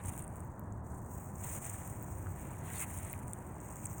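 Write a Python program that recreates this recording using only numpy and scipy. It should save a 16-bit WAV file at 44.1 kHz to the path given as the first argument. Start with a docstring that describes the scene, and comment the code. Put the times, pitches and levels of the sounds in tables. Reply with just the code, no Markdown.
"""Slow footsteps on frozen grass at night, close to the microphone.
Each foot crushes frosty blades in a dense crackle over a duller rustle. Stiff stalks snap, twigs
crack, and the frozen crust crunches, loudest under the heaviest step. One heel knocks on hard ground.
Far traffic rumbles behind, with a faint engine hum."""
import sys
import numpy as np
from scipy import signal
from scipy.fft import rfft, irfft
from scipy.io import wavfile

SR = 44100
rng = np.random.default_rng(int(sys.argv[2]) if len(sys.argv) > 2 else 0)


def master(y):
    """Save y as 16-bit WAV."""
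    cut = np.clip(np.atleast_2d(y).T, -1, 1)
    pcm = np.round(cut * 32767)  # scale
    wavfile.write(sys.argv[1], SR, pcm.astype(np.int16))


N = 176400
TIME = np.arange(N) / SR


def amp(db):
    """Decibels to gain."""
    return 10 ** (np.asarray(db) / 20)


def unit(x):
    """Scales to an rms of 1."""
    return x / np.sqrt(np.mean(x ** 2) + 1e-20)


def add(mix, start_s, sound):
    """Mixes a sound in at the given time."""
    part = mix[round(start_s * SR):][:len(sound)]
    part += sound[:len(part)]


def colour(x, curve, size=4096):
    """Minimum-phase EQ of unit power gain: the curve sets only the shape of the spectrum."""
    hz, db = np.transpose(curve)
    bin_hz = abs(np.fft.fftfreq(size, 1 / SR))
    log_gain = np.log(amp(np.interp(np.log(bin_hz + 1), np.log(hz), db)))
    response = np.exp(np.conj(signal.hilbert(log_gain)))
    taps = np.fft.ifft(response).real[:size // 2]
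    return signal.oaconvolve(x, taps / np.linalg.norm(taps))[:N]


def drift(rate_hz, size=4096):
    """Smooth random modulation of rms 1, rolling off around the given rate."""
    bin_hz = np.arange(size // 2 + 1) * SR / N
    slow = irfft(rfft(rng.standard_normal(size)) * np.exp(-(bin_hz / rate_hz) ** 2))
    return np.interp(TIME, np.linspace(0, N / SR, size), unit(slow))


def clicks(per_s, spread_db):
    """Random clicks of uneven size and either sign, with a mean power of 1."""
    chance = per_s / SR * np.ones(N)
    draw, out = rng.random(N), np.zeros(N)
    hits = np.flatnonzero(draw < chance)
    size = amp(spread_db * np.minimum(-np.log(draw[hits] / chance[hits]), 4.5))
    out[hits] = unit(size) * (-1) ** hits / np.sqrt(chance[hits])
    return out


def fracture(hz, ring_s, click_ratio, size=192):
    """One break, of energy 1: a dry click and a ring of a few cycles."""
    t = np.arange(size) / SR
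    ring = t * np.exp(-t / ring_s) * np.sin(2 * np.pi * hz * t)
    wave = ring / np.linalg.norm(ring) + click_ratio * (t == 0)
    return wave / np.linalg.norm(wave)


# Bass-heavy EQ of the far road: freq_hz, gain_db
TRAFFIC_EQ = [(15, -4), (36, -23), (52, -8.5), (72, -3), (100, 0.5), (135, -5), (200, -8.5), (270, -15),
              (470, -21), (700, -19), (980, -18.5), (1250, -27.5), (1850, -34.5), (2300, -50),
              (3100, -62.5), (17000, -80)]
# Fader ride on the low rumble: time_s, gain_db
RUMBLE_RIDE = [(0, 1), (.6, -0.5), (.8, 2), (1.3, -.5), (1.55, -0.5), (1.87, -1), (2.05, 1.5), (2.4, 0),
               (2.9, -0.5), (3.25, 2.5), (3.45, -3.5), (4, 0.5)]

def traffic(level_db=-44, crossover_hz=218):
    """Far traffic: a bed of tyre roar over a low rumble that slowly swells and sinks."""
    road = colour(rng.standard_normal(N), TRAFFIC_EQ, size=16384)
    road *= amp(level_db + 0.5 * drift(rate_hz=15))
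    lows = signal.sosfiltfilt(signal.butter(2, crossover_hz, fs=SR, output="sos"), road)
    tyres = road - lows
    return tyres + lows * amp(np.interp(TIME, *np.transpose(RUMBLE_RIDE)))


# Engine tones at the top of their swell: pitch_hz, level_db
ENGINE_TONES = [(98, -57.5), (309, -63.5), (371, -64.5)]

def engine_hum(peak_s=2.84, fade_db_per_s=3, wander_hz=3.076):
    """A far engine swells and fades, each tone wavering in level and pitch."""
    hum = np.zeros(N)
    for pitch_hz, level_db in ENGINE_TONES:
        gain = amp(level_db + 2 * drift(rate_hz=2.8))
        phase = 2 * np.pi * np.cumsum(pitch_hz + wander_hz * drift(rate_hz=8.6)) / SR
        hum += gain * np.sqrt(2) * np.sin(phase)
    return hum * amp(-fade_db_per_s * abs(TIME - peak_s))


def heel(start_s=0.08, level_db=-33.5, pitch_hz=84, decay_s=0.0069):
    """The heel lands once with a soft knock on the hard ground."""
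    t, out = np.arange(4096) / SR, np.zeros(N)
    envelope = t / decay_s * np.exp(1 - t / decay_s)
    add(out, start_s, amp(level_db) * envelope * np.sin(2 * np.pi * pitch_hz * t))
    return out


# Midrange cracks of twigs: start_s, level_db, pitch_hz, click_ratio (dry click against ring)
TWIG_CRACKS = [(1.706, -37, 2000, .6), (1.744, -28, 1680, .6), (2.261, -30, 1310, 0),
               (2.269, -25.5, 1270, 0), (2.742, -33, 2150, .2), (2.904, -32, 1980, 0.45),
               (3.1305, -28, 2300, 1.5), (3.137, -27.5, 2300, 0), (3.232, -37, 2240, 0.45),
               (3.3339, -40, 3550, .8), (3.835, -40, 2400, 0.36), (3.858, -35.5, 2330, 0)]

def twigs(ring_s=0.00044, muffle_hz=4100):
    """Twigs and leaf ribs crack drily, muffled by the sole."""
    out = np.zeros(N)
    for start_s, level_db, pitch_hz, click_ratio in TWIG_CRACKS:
        add(out, start_s, amp(level_db) * fracture(pitch_hz, ring_s, click_ratio))
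    return signal.sosfilt(signal.butter(6, muffle_hz, fs=SR, output="sos"), out)


# Resonances of the crust, transposed for each crunch: pitch_hz, width_hz, gain_db
CRUST_MODES = [(1600, 340, -9), (2115, 100, 6), (2510, 86, 2), (2785, 270, 1)]
# Crunches of the crust: start_s, length_s, level_db (before the build-up ramp), pitch_ratio
CRUST_CRUNCHES = [(0.067, .033, -53, 1.1), (.13, 0.01, -53, 1.3), (.195, .012, -59, 1.3),
                  (1.49, .03, -59, 1.02), (2.743, 0.034, -51, 1.7), (2.801, 0.0376, -41.5, 1.01)]

def crust(ramp_from_db=-15, build_db=7.5):
    """Runs of cracks build up under the load and stop; each rings a patch of crust of its own pitch."""
    t, out = np.arange(1024) / SR, np.zeros(N)
    for start_s, length_s, level_db, pitch_ratio in CRUST_CRUNCHES:
        ring = np.zeros(len(t))
        for k, (pitch_hz, width_hz, gain_db) in enumerate(CRUST_MODES):
            envelope = amp(gain_db) * np.sqrt(width_hz) * np.exp(-np.pi * width_hz * t)
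            ring += (-1) ** k * envelope * np.sin(2 * np.pi * pitch_hz * pitch_ratio * t)
        progress = np.arange(0, length_s, 1 / SR) / length_s
        load = amp(level_db + ramp_from_db + build_db * progress)
        cracks = clicks(per_s=2500, spread_db=2)[:len(load)] * load
        add(out, start_s, signal.oaconvolve(cracks, ring / np.linalg.norm(ring)))
    return out


# Thin, bright EQ on the snaps: freq_hz, gain_db
SNAP_EQ = [(400, -52), (2200, -14), (3400, -23), (4400, -38), (5600, -27), (6400, -12.5), (8700, -4),
           (9400, -6.5), (10300, -10.5), (11500, -11.5), (13200, -16), (14700, -6), (16000, -2.5),
           (17000, -9.5)]
# Single snaps: start_s, level_db (before boost and EQ), pitch_hz, click_ratio (dry click against ring)
STALK_SNAPS = [(0.038, -40, 8660, 0.88), (0.0567, -38, 9000, 1), (0.0598, -34, 8700, 1),
               (0.094, -34, 9000, 1.0), (0.0987, -38, 8900, .6), (0.1256, -38, 8100, 2.1),
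               (0.137, -43, 9400, 1.2), (0.1781, -31, 8500, 2.6), (0.186, -36, 8440, 1.3),
               (0.1929, -34, 8800, 1), (0.1942, -37, 9000, 2), (0.2217, -40, 9500, .3),
               (0.2248, -37.5, 8700, 0.1), (0.2417, -39.5, 9250, 0.2), (0.2468, -43, 9400, 1),
               (0.2684, -49, 9400, .2), (0.279, -38.5, 9000, 0.36), (0.358, -40, 9250, 2.4),
               (0.3667, -46, 8200, 0.77), (0.4045, -41, 9100, 0.2), (0.448, -47, 15000, 0.6),
               (0.5953, -39, 15000, 0.92), (0.724, -44, 6800, 0.1), (1.031, -52, 8500, .6),
               (1.048, -51, 8500, .4), (1.064, -48, 8540, 0.1), (1.3177, -50, 8500, .6),
               (1.3565, -41, 7250, 0.2), (1.4395, -36, 7600, 0.33), (1.6529, -31, 8600, 0.2),
               (1.696, -35, 8850, .5), (1.699, -28, 7600, 0.96), (1.7414, -39.5, 8500, 0.2),
               (1.8767, -32, 14900, 1.6), (1.9, -38, 8900, 0.51), (2.011, -43, 8600, .4),
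               (2.027, -36, 15400, 0.6), (2.1276, -46, 7200, 0.2), (2.1855, -42, 8850, 1),
               (2.397, -42, 8700, 0.54), (2.5064, -46, 8600, .8), (2.5135, -43, 7850, 0.4),
               (2.783, -32, 7900, .2), (2.796, -32, 7900, .2), (2.8154, -26, 8700, 1.1),
               (2.824, -32, 8700, 0.2), (2.8305, -35, 8750, 0.2), (2.836, -38, 8800, 0.6),
               (2.9873, -33, 9250, 0.66), (3.0495, -36, 8400, 0.4), (3.099, -36, 9200, 0.42),
               (3.103, -39, 8550, .3), (3.124, -40, 9000, 2), (3.1302, -28, 15400, 0.74),
               (3.191, -40, 8700, 0.82), (3.281, -35.5, 8400, 0.6), (3.296, -45, 8000, .3),
               (3.312, -44, 8000, .5), (3.3339, -28, 8700, 0.65), (3.377, -51.5, 8500, .7),
               (3.388, -44.5, 8550, .7), (3.4673, -44, 8600, 1.8), (3.522, -48, 9500, 1.8),
               (3.545, -49, 8700, .3), (3.603, -40.5, 7450, 0.1), (3.726, -40, 8400, .4),
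               (3.758, -36, 8000, 1.5), (3.7678, -36.5, 7600, 0.3), (3.835, -41, 8500, 2),
               (3.855, -30, 8700, 1), (3.8582, -26, 7960, 0.17), (3.8687, -31, 6400, 0.2),
               (3.892, -50, 7800, .8), (3.8991, -38, 7650, 0.8), (3.913, -38, 6200, .5)]

def stalks(boost_db=8.5, ring_s=0.00017):
    """Stiff stalks give way one by one; they are too thin to radiate low notes."""
    out = np.zeros(N)
    for start_s, level_db, pitch_hz, click_ratio in STALK_SNAPS:
        add(out, start_s, amp(level_db + boost_db) * fracture(pitch_hz, ring_s, click_ratio))
    return colour(out, SNAP_EQ)


# Fader rides that shape the footsteps: time_s, crackle_db, rustle_db
STEP_RIDES = [(0.0, -66, -52), (0.025, -60, -67), (0.045, -55, -58), (0.096, -45, -58.5),
              (0.108, -64.5, -59), (0.135, -54, -63.5), (0.172, -58.5, -60), (0.205, -54.5, -59.5),
              (0.26, -66, -63), (0.29, -68, -67.5), (0.37, -60.5, -64.5), (0.46, -64, -68.5),
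              (0.62, -69, -98), (0.83, -71.5, -96), (0.87, -61, -79), (1.07, -59.5, -103),
              (1.18, -52, -63.5), (1.33, -61, -71), (1.4, -51, -65.5), (1.445, -46, -55), (1.555, -41, -57),
              (1.582, -45.5, -57), (1.6, -53.5, -64.5), (1.65, -43, -55), (1.7, -45, -59),
              (1.77, -50, -59.5), (2.05, -54, -63.5), (2.33, -56.5, -64), (2.4, -54.5, -59.5),
              (2.62, -59, -60.5), (2.68, -50.5, -54.5), (2.75, -47, -53.5), (2.835, -40, -49),
              (2.856, -56.5, -59.5), (2.93, -47.5, -57.5), (3.07, -52.5, -56.5), (3.24, -61, -64),
              (3.58, -59.5, -63.5), (3.64, -53.5, -62.5), (3.8, -51.5, -63), (4.0, -51.5, -63.5)]

def walk():
    """The feet press and lift: level curves in dB for the crackle and the rustle."""
    time_s, crackle_db, rustle_db = np.transpose(STEP_RIDES)
    return np.interp(TIME, time_s, crackle_db), np.interp(TIME, time_s, rustle_db)


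# Dull, midrange EQ of crushed grass: freq_hz, gain_db
GRASS_EQ = [(100, -11), (400, -1.5), (1100, -1.5), (1600, -0.5), (2200, 0.5), (2900, -4), (3600, -10),
            (4700, -14.5), (8000, -38), (17000, -62)]

def grass_rustle(ride_db, muffle_hz=2400, pressed_db=-57, knee_db=1.5, bands=10):
    """The mat of grass is pressed flat, in many small dull creaks that brighten under load."""
    creaks = np.zeros(N)
    for pitch_hz in np.linspace(900, 4200, bands):
        triggers = clicks(per_s=4000 / bands, spread_db=2.5)
        creaks += signal.oaconvolve(triggers, fracture(pitch_hz, ring_s=0.0007, click_ratio=0.99))[:N]
    bright = unit(colour(creaks, GRASS_EQ))
    dull = signal.sosfiltfilt(signal.butter(3, muffle_hz, fs=SR, output="sos"), bright)
    openness = np.sqrt(1 / (3 + np.exp((pressed_db - ride_db) / knee_db)))
    return (dull + openness * (bright - dull)) * amp(ride_db)


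# Bright microphone colour on the crackle, with peaks near 8.7 and 15 kHz: freq_hz, gain_db
CRACKLE_MIC_EQ = [(400, -47), (2200, -6.5), (3400, -21.5), (4200, -32), (5100, -26), (5700, -19),
                  (6500, -7), (7600, -6), (8700, -1), (9400, -5.5), (10300, -14), (12000, -17),
                  (13700, -20.5), (14700, -5.5), (16000, -5.5), (17000, -6.5)]
# Rides on the crackle's two highest ranges: time_s, treble_db, air_db
SHINE_RIDES = [(0, 5, -2), (.22, 8, 2), (.5, -7, -2), (.78, -5, -3), (.9, -6, -1), (1.2, -5, 2.5),
               (1.55, -1.5, -1.5), (2.1, -6.5, 1), (2.8, 4.5, 1), (3.3, 4.5, 1), (3.6, -9.5, -2),
               (4, -9, 1)]

def frost_crackle(ride_db, trim_db=-0.5, treble_hz=9410, air_hz=12960, bands=22):
    """Frost crystals and whole blades of many sizes break in clumps under the sole."""
    time_s, treble_db, air_db = np.transpose(SHINE_RIDES)
    # Louder is denser: the crystals break twice as fast for every doubling_db.
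    busy_db, doubling_db = -48, 14.5
    crystals_per_s = 14000 * 2 ** ((ride_db - busy_db) / doubling_db)
    out = np.zeros(N)
    for pitch_hz in np.linspace(6000, 16500, bands):
        crystals = clicks(crystals_per_s / bands, spread_db=2.6)
        blades = amp(-10) * clicks(per_s=170 / bands, spread_db=0.2)
        shine_db = np.interp(TIME, time_s, air_db if pitch_hz > air_hz else treble_db)
        flicker_db = drift(rate_hz=7.9)
        breaks = (crystals + blades) * amp(flicker_db + shine_db * (pitch_hz > treble_hz))
        out += signal.oaconvolve(breaks, fracture(pitch_hz, ring_s=0.00014, click_ratio=0.36))[:N]
    clump_db = 2 * drift(rate_hz=87)
    return colour(out / np.sqrt(2 * bands) * amp(ride_db + trim_db + clump_db), CRACKLE_MIC_EQ)


def scene():
    """Close footsteps in front of the far traffic, in mono."""
    crackle_db, rustle_db = walk()
    steps = frost_crackle(crackle_db) + grass_rustle(rustle_db) + stalks() + twigs() + crust() + heel()
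    return (steps + traffic() + engine_hum())[None]


def record(dry, low_cut_hz=18.6, high_cut_hz=17100):
    """A subsonic low cut and a steep high cut on the whole mix."""
    low_cut = signal.sosfilt(signal.butter(4, low_cut_hz, "high", fs=SR, output="sos"), dry)
    high_cut_taps = signal.firwin(511, high_cut_hz, window=("kaiser", 9), fs=SR)
    return signal.oaconvolve(low_cut, high_cut_taps[None], "same")


dry = scene()
out = record(dry)
master(out)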